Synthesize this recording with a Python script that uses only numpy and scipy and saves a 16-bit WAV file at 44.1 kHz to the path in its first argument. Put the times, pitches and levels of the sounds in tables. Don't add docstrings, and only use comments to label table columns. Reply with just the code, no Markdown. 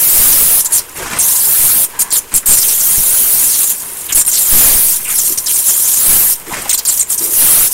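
import sys
import numpy as np
from scipy import signal
from scipy.fft import rfft, irfft, next_fast_len
from scipy.io import wavfile

SR = 44100
rng = np.random.default_rng(int(sys.argv[2]) if len(sys.argv) > 2 else 0)


def file_out(sig):
    cols = np.atleast_2d(sig).T
    lim = np.clip(cols, -1, 1)
    pcm = np.round(lim * 32767).astype(np.int16)
    wavfile.write(sys.argv[1], SR, pcm)


N = 340893
TIME = np.arange(N) / SR

# time_s, level_db
JET_BITE = [(0, -4), (.25, 3.5), (.6, -1.5), (1.33, -7.5), (1.66, -0.5), (1.9, -6), (2.85, -6.5),
            (3.25, -3.5), (3.7, -9.5), (4.46, -6.5), (4.6, 9.5), (5.0, -11.5), (5.95, -8.5), (6.13, 3),
            (6.45, -15), (7.3, -13), (7.43, 3.5), (7.73, -1)]
# pitch_hz, level_db
DRY_HISS = [(100, -13.5), (1500, -17.5), (3500, -17), (5500, -14), (7500, -9.5), (10000, 0), (12000, 0.5),
            (14000, 0), (16000, -1)]
WET_HISS = [(100, -22.5), (1500, -26), (3500, -10), (5000, -9.5), (6500, -3.5), (8700, 1.5), (11000, 2.5),
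            (13500, 1.5), (16000, -10.5)]
DRAUGHT_TONE = [(20, 18.5), (70, -6), (300, -4.5), (1000, -24)]
PUMP_TONE = [(25, 5), (80, 5), (200, -4), (400, 8.5), (700, -3), (1000, 0), (1300, -14), (1700, -39),
             (2500, -1), (4000, -10.5), (16000, -8)]
SPRAY_TONE = [(30, 0), (90, -2), (160, -1.5), (400, -4.5), (700, -5.5), (1200, -3), (1700, -3.5),
              (2600, -6), (4000, -12.5), (8000, -8), (16000, -24)]
# pitch_hz, width_hz, gain_db
NOZZLE_BANDS = [(5860, 67, 1.5), (7190, 430, 5), (7970, 400, -2.5), (8700, 740, 10), (9156, 540, -10.5),
                (10530, 1540, 3.5), (11440, 530, -2), (12660, 470, 2)]
# pitch_hz, width_hz, level_db
SLOT_RINGS = [(992, 98, 5.5), (1610, 130, 0.5)]
# delay_s, level_db
ECHOES = [(.0019, -31), (.0034, -28), (.0053, -38.5), (.0087, -17.5)]
# start_s, length_s, level_db
THUMPS = [(0.188, 0.043, -15.5), (0.415, 0.066, -28), (1.596, 0.15, -23.5), (2.342, 0.035, -16),
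          (2.483, 0.083, -15), (2.979, 0.03, -13.5), (4.149, 0.044, -20), (4.525, 0.059, -8),
          (4.661, 0.027, -15), (4.752, 0.036, -16), (6.081, 0.04, -19), (6.13, 0.06, -17),
          (7.374, 0.16, -26.5)]
# start_s, length_s, depth_db
DROPOUTS = [(0.6, 0.15, 23), (0.78, 0.41, 30.5), (1.847, .61, 30.5), (3.721, 0.42, 14), (4.189, 0.076, 30),
            (4.276, 0.083, 7.5), (4.969, 0.11, 8.5), (5.328, 0.14, 11.5), (6.333, .525, 16.5),
            (7.007, 0.053, 25), (7.144, 0.022, 16), (7.663, 0.045, 18.5)]
# start_s, length_s, level_db
WASHES = [(.62, 0.14, -38.5), (.98, 0.42, -32.5), (1.91, .25, -33.5)]
# start_s, length_s, level_db, pitch_hz
SPITS = [(.647, 0.018, -9.5, 9100), (.721, 0.048, -8, 8620), (1.187, 0.03, -9, 9110),
         (1.991, 0.034, -7, 9630), (2.105, 0.016, -22, 7300), (2.124, 0.062, -9.5, 9080),
         (2.34, 0.04, -4.5, 9400), (2.459, 0.088, -3, 9820), (2.57, 0.019, -6, 8070),
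         (2.617, 0.013, -11.5, 6650), (2.68, 0.015, -11, 7100), (2.79, 0.023, -14.5, 7030),
         (4.123, 0.0086, -9.5, 6600), (4.149, 0.07, -5, 9000), (4.25, 0.0022, -19, 9200),
         (4.263, .035, -11.5, 9380), (4.315, .045, -12, 6980), (5.18, 0.021, -11.5, 7570),
         (5.376, .01, -11, 7310), (5.461, .014, -14, 6590), (5.535, .035, -14.5, 8470),
         (5.675, 0.034, -9.5, 9130), (6.694, 0.021, -8.5, 7250), (6.729, 0.021, -7.5, 7650),
         (6.776, 0.018, -12, 7330), (6.851, 0.015, -12.5, 6730), (6.872, 0.029, -11, 8260),
         (6.973, 0.01, -18, 7360), (6.995, .035, -13.5, 8100), (7.1, .03, -15, 8220),
         (7.177, 0.02, -14, 7240)]
# start_s, length_s, level_db
SPLASHES = [(.68, 0.044, -38), (.95, 0.229, -23.5), (1.93, .17, -43), (2.31, 0.033, -27), (3.99, 0.16, -42),
            (6.49, .19, -26), (7.19, .14, -45)]
# start_s, length_s, level_db, pitch_hz
SQUIRTS = [(.772, 0.021, -18, 6070), (2.112, 0.054, -21, 4400), (2.625, 0.03, -24, 3300),
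           (2.69, 0.05, -26, 3410), (4.085, 0.043, -24, 3000), (4.335, 0.047, -19, 4960),
           (5.05, 0.089, -27, 2355), (5.475, 0.042, -24.5, 3250), (6.533, 0.011, -20, 2130),
           (6.705, 0.024, -27, 2460), (6.785, 0.016, -23.5, 5030), (6.89, 0.031, -26, 4570)]
# start_s, length_s, level_db, pitch_hz
GLUGS = [(.98, 0.052, -31, 458), (2.428, 0.015, -32, 1620), (3.59, 0.058, -37, 1190),
         (4.095, 0.028, -32, 1700), (5.075, 0.033, -30, 1340), (5.295, 0.035, -31.5, 339),
         (6.47, 0.029, -30, 374), (6.505, 0.022, -26.5, 995), (6.655, 0.011, -26, 880),
         (7.2, 0.032, -25, 341), (7.235, .1, -30.5, 380)]
# start_s, length_s, level_db, pitch_hz
WHISTLES = [(3.45, 0.11, -23.5, 5050), (5.74, .28, -26, 6940)]


def from_db(db):
    return 10 ** (np.asarray(db) / 20)


def unit_power(x):
    return x / np.sqrt(np.mean(x ** 2) + 1e-20)


def noise(tone):
    hz, db = np.transpose(tone)
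    size = next_fast_len(N)
    pitches = np.maximum(np.fft.rfftfreq(size, 1 / SR), 1)
    gain = from_db(np.interp(np.log(pitches), np.log(hz), db))
    return unit_power(irfft(rfft(rng.standard_normal(size)) * gain, size)[:N])


def drift(rate_hz):
    smoothing = signal.butter(2, rate_hz, fs=SR, output="sos")
    return unit_power(signal.sosfilt(smoothing, rng.standard_normal(N + SR))[SR:])


def swells(rows, rise_s=0.019, drain_s=0.0073):
    total = np.zeros(N)
    for start, length, db in rows:
        rise = 1 - np.exp(-np.maximum(TIME - start, 0) / rise_s)
        drain = np.exp(-np.clip((TIME - start - length) / drain_s, 0, 20))
        total += from_db(db) * rise * drain
    return total


def bursts(rows, glide, width, rise_s, fade_s):
    sound, strength = np.zeros(N), np.zeros(N)
    for start, length, db, hz in rows:
        white = rng.standard_normal((2, SR // 2))
        first = int(start * SR)
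        t = TIME[:min(SR // 2, N - first)]
        smoothing = signal.butter(2, np.clip(width * hz, 10, SR / 4), fs=SR, output="sos")
        a, b = signal.sosfilt(smoothing, white)[:, :len(t)]
        pitch_hz = hz * glide ** (np.minimum(t / length, 1) - .5)
        phase = 2 * np.pi * np.cumsum(pitch_hz) / SR
        shape = from_db(db) * (1 - np.exp(-t / rise_s)) * np.exp(-np.maximum(t - length, 0) / fade_s)
        sound[first:first + len(t)] += shape * unit_power(a * np.cos(phase) + b * np.sin(phase))
        strength[first:first + len(t)] += shape
    return sound, strength


def eddies(x, depth_db, span_hz, life_s, fall_hz_per_s):
    frames = dict(fs=SR, nperseg=384, noverlap=288)
    hz, times, cells = signal.stft(x, **frames)
    per_hz = np.fft.fftfreq(len(hz), hz[1])[:, None]
    per_s = np.fft.fftfreq(len(times), times[1])
    blur = np.exp(-(per_hz * span_hz) ** 2 - ((per_s - fall_hz_per_s * per_hz) * life_s) ** 2)
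    swirls = unit_power(np.fft.ifft2(np.fft.fft2(rng.standard_normal(cells.shape)) * blur).real)
    gain = unit_power(from_db(depth_db * np.clip(swirls, -2, 2)))
    return signal.istft(cells * gain, **frames)[1][:N]


def sputter(rate_hz, fade_s, spread_db):
    hits = rng.random(N) < rate_hz / SR
    sizes = from_db(spread_db * np.clip(rng.standard_normal(N), -2, 2))
    return unit_power(signal.lfilter([1], [1, -np.exp(-1 / (fade_s * SR))], hits * sizes + 1e-18))


def bite(fall_s=0.031, return_s=0.035):
    db = np.interp(TIME, *np.transpose(JET_BITE))
    for start, length, depth_db in DROPOUTS:
        entering = np.clip((TIME - start) / fall_s, 0, 1)
        leaving = np.clip((start + length - TIME) / return_s + 1, 0, 1)
        db -= depth_db * entering * leaving
    return db


def jet(bite_db, splash, max_flood=0.6, half_flood_db=-6.5):
    flood = np.clip(max_flood / (1 + np.exp(bite_db - half_flood_db)), 0.01, 1)
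    dry = eddies(noise(DRY_HISS), depth_db=4, span_hz=547, life_s=0.033, fall_hz_per_s=1900)
    wet = eddies(noise(WET_HISS), depth_db=4, span_hz=500, life_s=0.022, fall_hz_per_s=12000)
    wet *= unit_power(1.3 + sputter(rate_hz=130, fade_s=0.004, spread_db=3))
    flutter = from_db((0.12 + flood) * drift(120) + 2.9 * flood * drift(9.3))
    hiss = from_db(bite_db - 1) * (np.sqrt(1 - flood) * dry + np.sqrt(flood) * wet)
    singing = from_db(1.76 * bite_db - 6.5) * np.sqrt(flood) * sizzle()
    splash_fizz = from_db(-9) * splash * wet
    return flutter * (hiss + singing + splash_fizz)


def sizzle(pitch_hz=6190, wander_octaves=0.14, wander_hz=10, width_hz=350, surge_db=3):
    phase = 2 * np.pi * np.cumsum(pitch_hz * 2 ** (wander_octaves * drift(wander_hz))) / SR
    band = drift(width_hz) * np.cos(phase) + drift(width_hz) * np.sin(phase)
    return unit_power(band * from_db(surge_db * drift(wander_hz)))


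def nozzle(x):
    for hz, width_hz, db in NOZZLE_BANDS:
        gain = from_db(db / 2)
        tuning = -2 * np.cos(2 * np.pi * hz / SR)
        width = np.tan(np.pi * width_hz / SR)
        x = signal.lfilter([1 + width * gain, tuning, 1 - width * gain],
                           [1 + width / gain, tuning, 1 - width / gain], x)
    return x


def draught(bite_db, growth=3.4, full_at_db=2.5):
    return from_db(growth * np.minimum(bite_db, full_at_db) - 25.5) * noise(DRAUGHT_TONE)


def pump(level_db=-39.5):
    return from_db(level_db) * noise(PUMP_TONE)


def spray(splash, patter_db=-36):
    rush = eddies(noise(SPRAY_TONE), depth_db=2.5, span_hz=300, life_s=0.013, fall_hz_per_s=0)
    drops = unit_power(1 + sputter(rate_hz=360, fade_s=0.011, spread_db=12))
    return (from_db(patter_db) + splash) * rush * drops


def slots(trickle_db=-44.5):
    flow = rng.standard_normal(N)
    ring = np.zeros(N)
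    for hz, width_hz, db in SLOT_RINGS:
        band = signal.iirpeak(hz, hz / width_hz, fs=SR)
        ring += from_db(db) * unit_power(signal.lfilter(*band, flow))
    return (from_db(trickle_db) + swells(WASHES)) * unit_power(ring)


def room(x, tail_db=-15.5, tail_s=0.16):
    response = rng.standard_normal(SR // 2) * from_db(-60 * TIME[:SR // 2] / tail_s)
    response *= from_db(tail_db) / np.linalg.norm(response)
    response[0] = 1
    for delay, db in ECHOES:
        response[int(delay * SR)] += from_db(db)
    return signal.fftconvolve(x, response)[:N]


def overload(x, ceiling=0.69, lopsided=0.064, oversample=3):
    squashed = np.tanh(signal.resample_poly(x, oversample, 1) / ceiling)
    low_cut = signal.butter(1, 25, "high", fs=SR * oversample, output="sos")
    roar = signal.sosfilt(low_cut, squashed ** 2)
    return signal.resample_poly(ceiling * (squashed - lopsided * roar), 1, oversample)


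def thumps(rise_s=0.0018, recover_hz=0.5, rumble=0.26):
    shift = np.zeros(N)
    for start, length, db in THUMPS:
        age = np.maximum(TIME - start, 0)
        shift += from_db(db) * (1 - np.exp(-age / rise_s)) * np.exp(-np.minimum(age / length, 6) ** 2)
    recovery = signal.butter(1, recover_hz, "high", fs=SR, output="sos")
    return signal.sosfilt(recovery, -shift * (1 + rumble * drift(204)))


def spits():
    shriek, strength = bursts(SPITS, glide=0.81, width=0.21, rise_s=0.00019, fade_s=0.0047)
    spit = shriek + from_db(-2.5) * strength * noise(DRY_HISS)
    spit = eddies(spit, depth_db=7, span_hz=650, life_s=0.024, fall_hz_per_s=67000)
    return spit * from_db(2.6 * drift(240))


def squirts():
    sound, _ = bursts(SQUIRTS, glide=0.76, width=0.17, rise_s=0.0022, fade_s=0.0085)
    return sound * from_db(1.5 * drift(130))


def glugs():
    return bursts(GLUGS, glide=0.993, width=0.2, rise_s=0.0016, fade_s=0.0046)[0]


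def whistles():
    return bursts(WHISTLES, glide=0.57, width=0.14, rise_s=0.02, fade_s=0.022)[0]


def scene():
    bite_db, splash = bite(), swells(SPLASHES)
    cut = nozzle(jet(bite_db, splash) + spits()) + whistles()
    water = spray(splash) + slots() + squirts() + glugs()
    mono = room(cut + water) + draught(bite_db) + pump()
    return np.stack([mono, mono])


def record(dry):
    limit, cutoff_hz = 0.92, 15750
    mono = np.clip(overload(dry.mean(axis=0)) + thumps(), -limit, limit)
    mono = signal.sosfiltfilt(signal.ellip(12, .1, 70, cutoff_hz, fs=SR, output="sos"), mono)
    return np.stack([mono, mono])


dry = scene()
out = record(dry)
file_out(out)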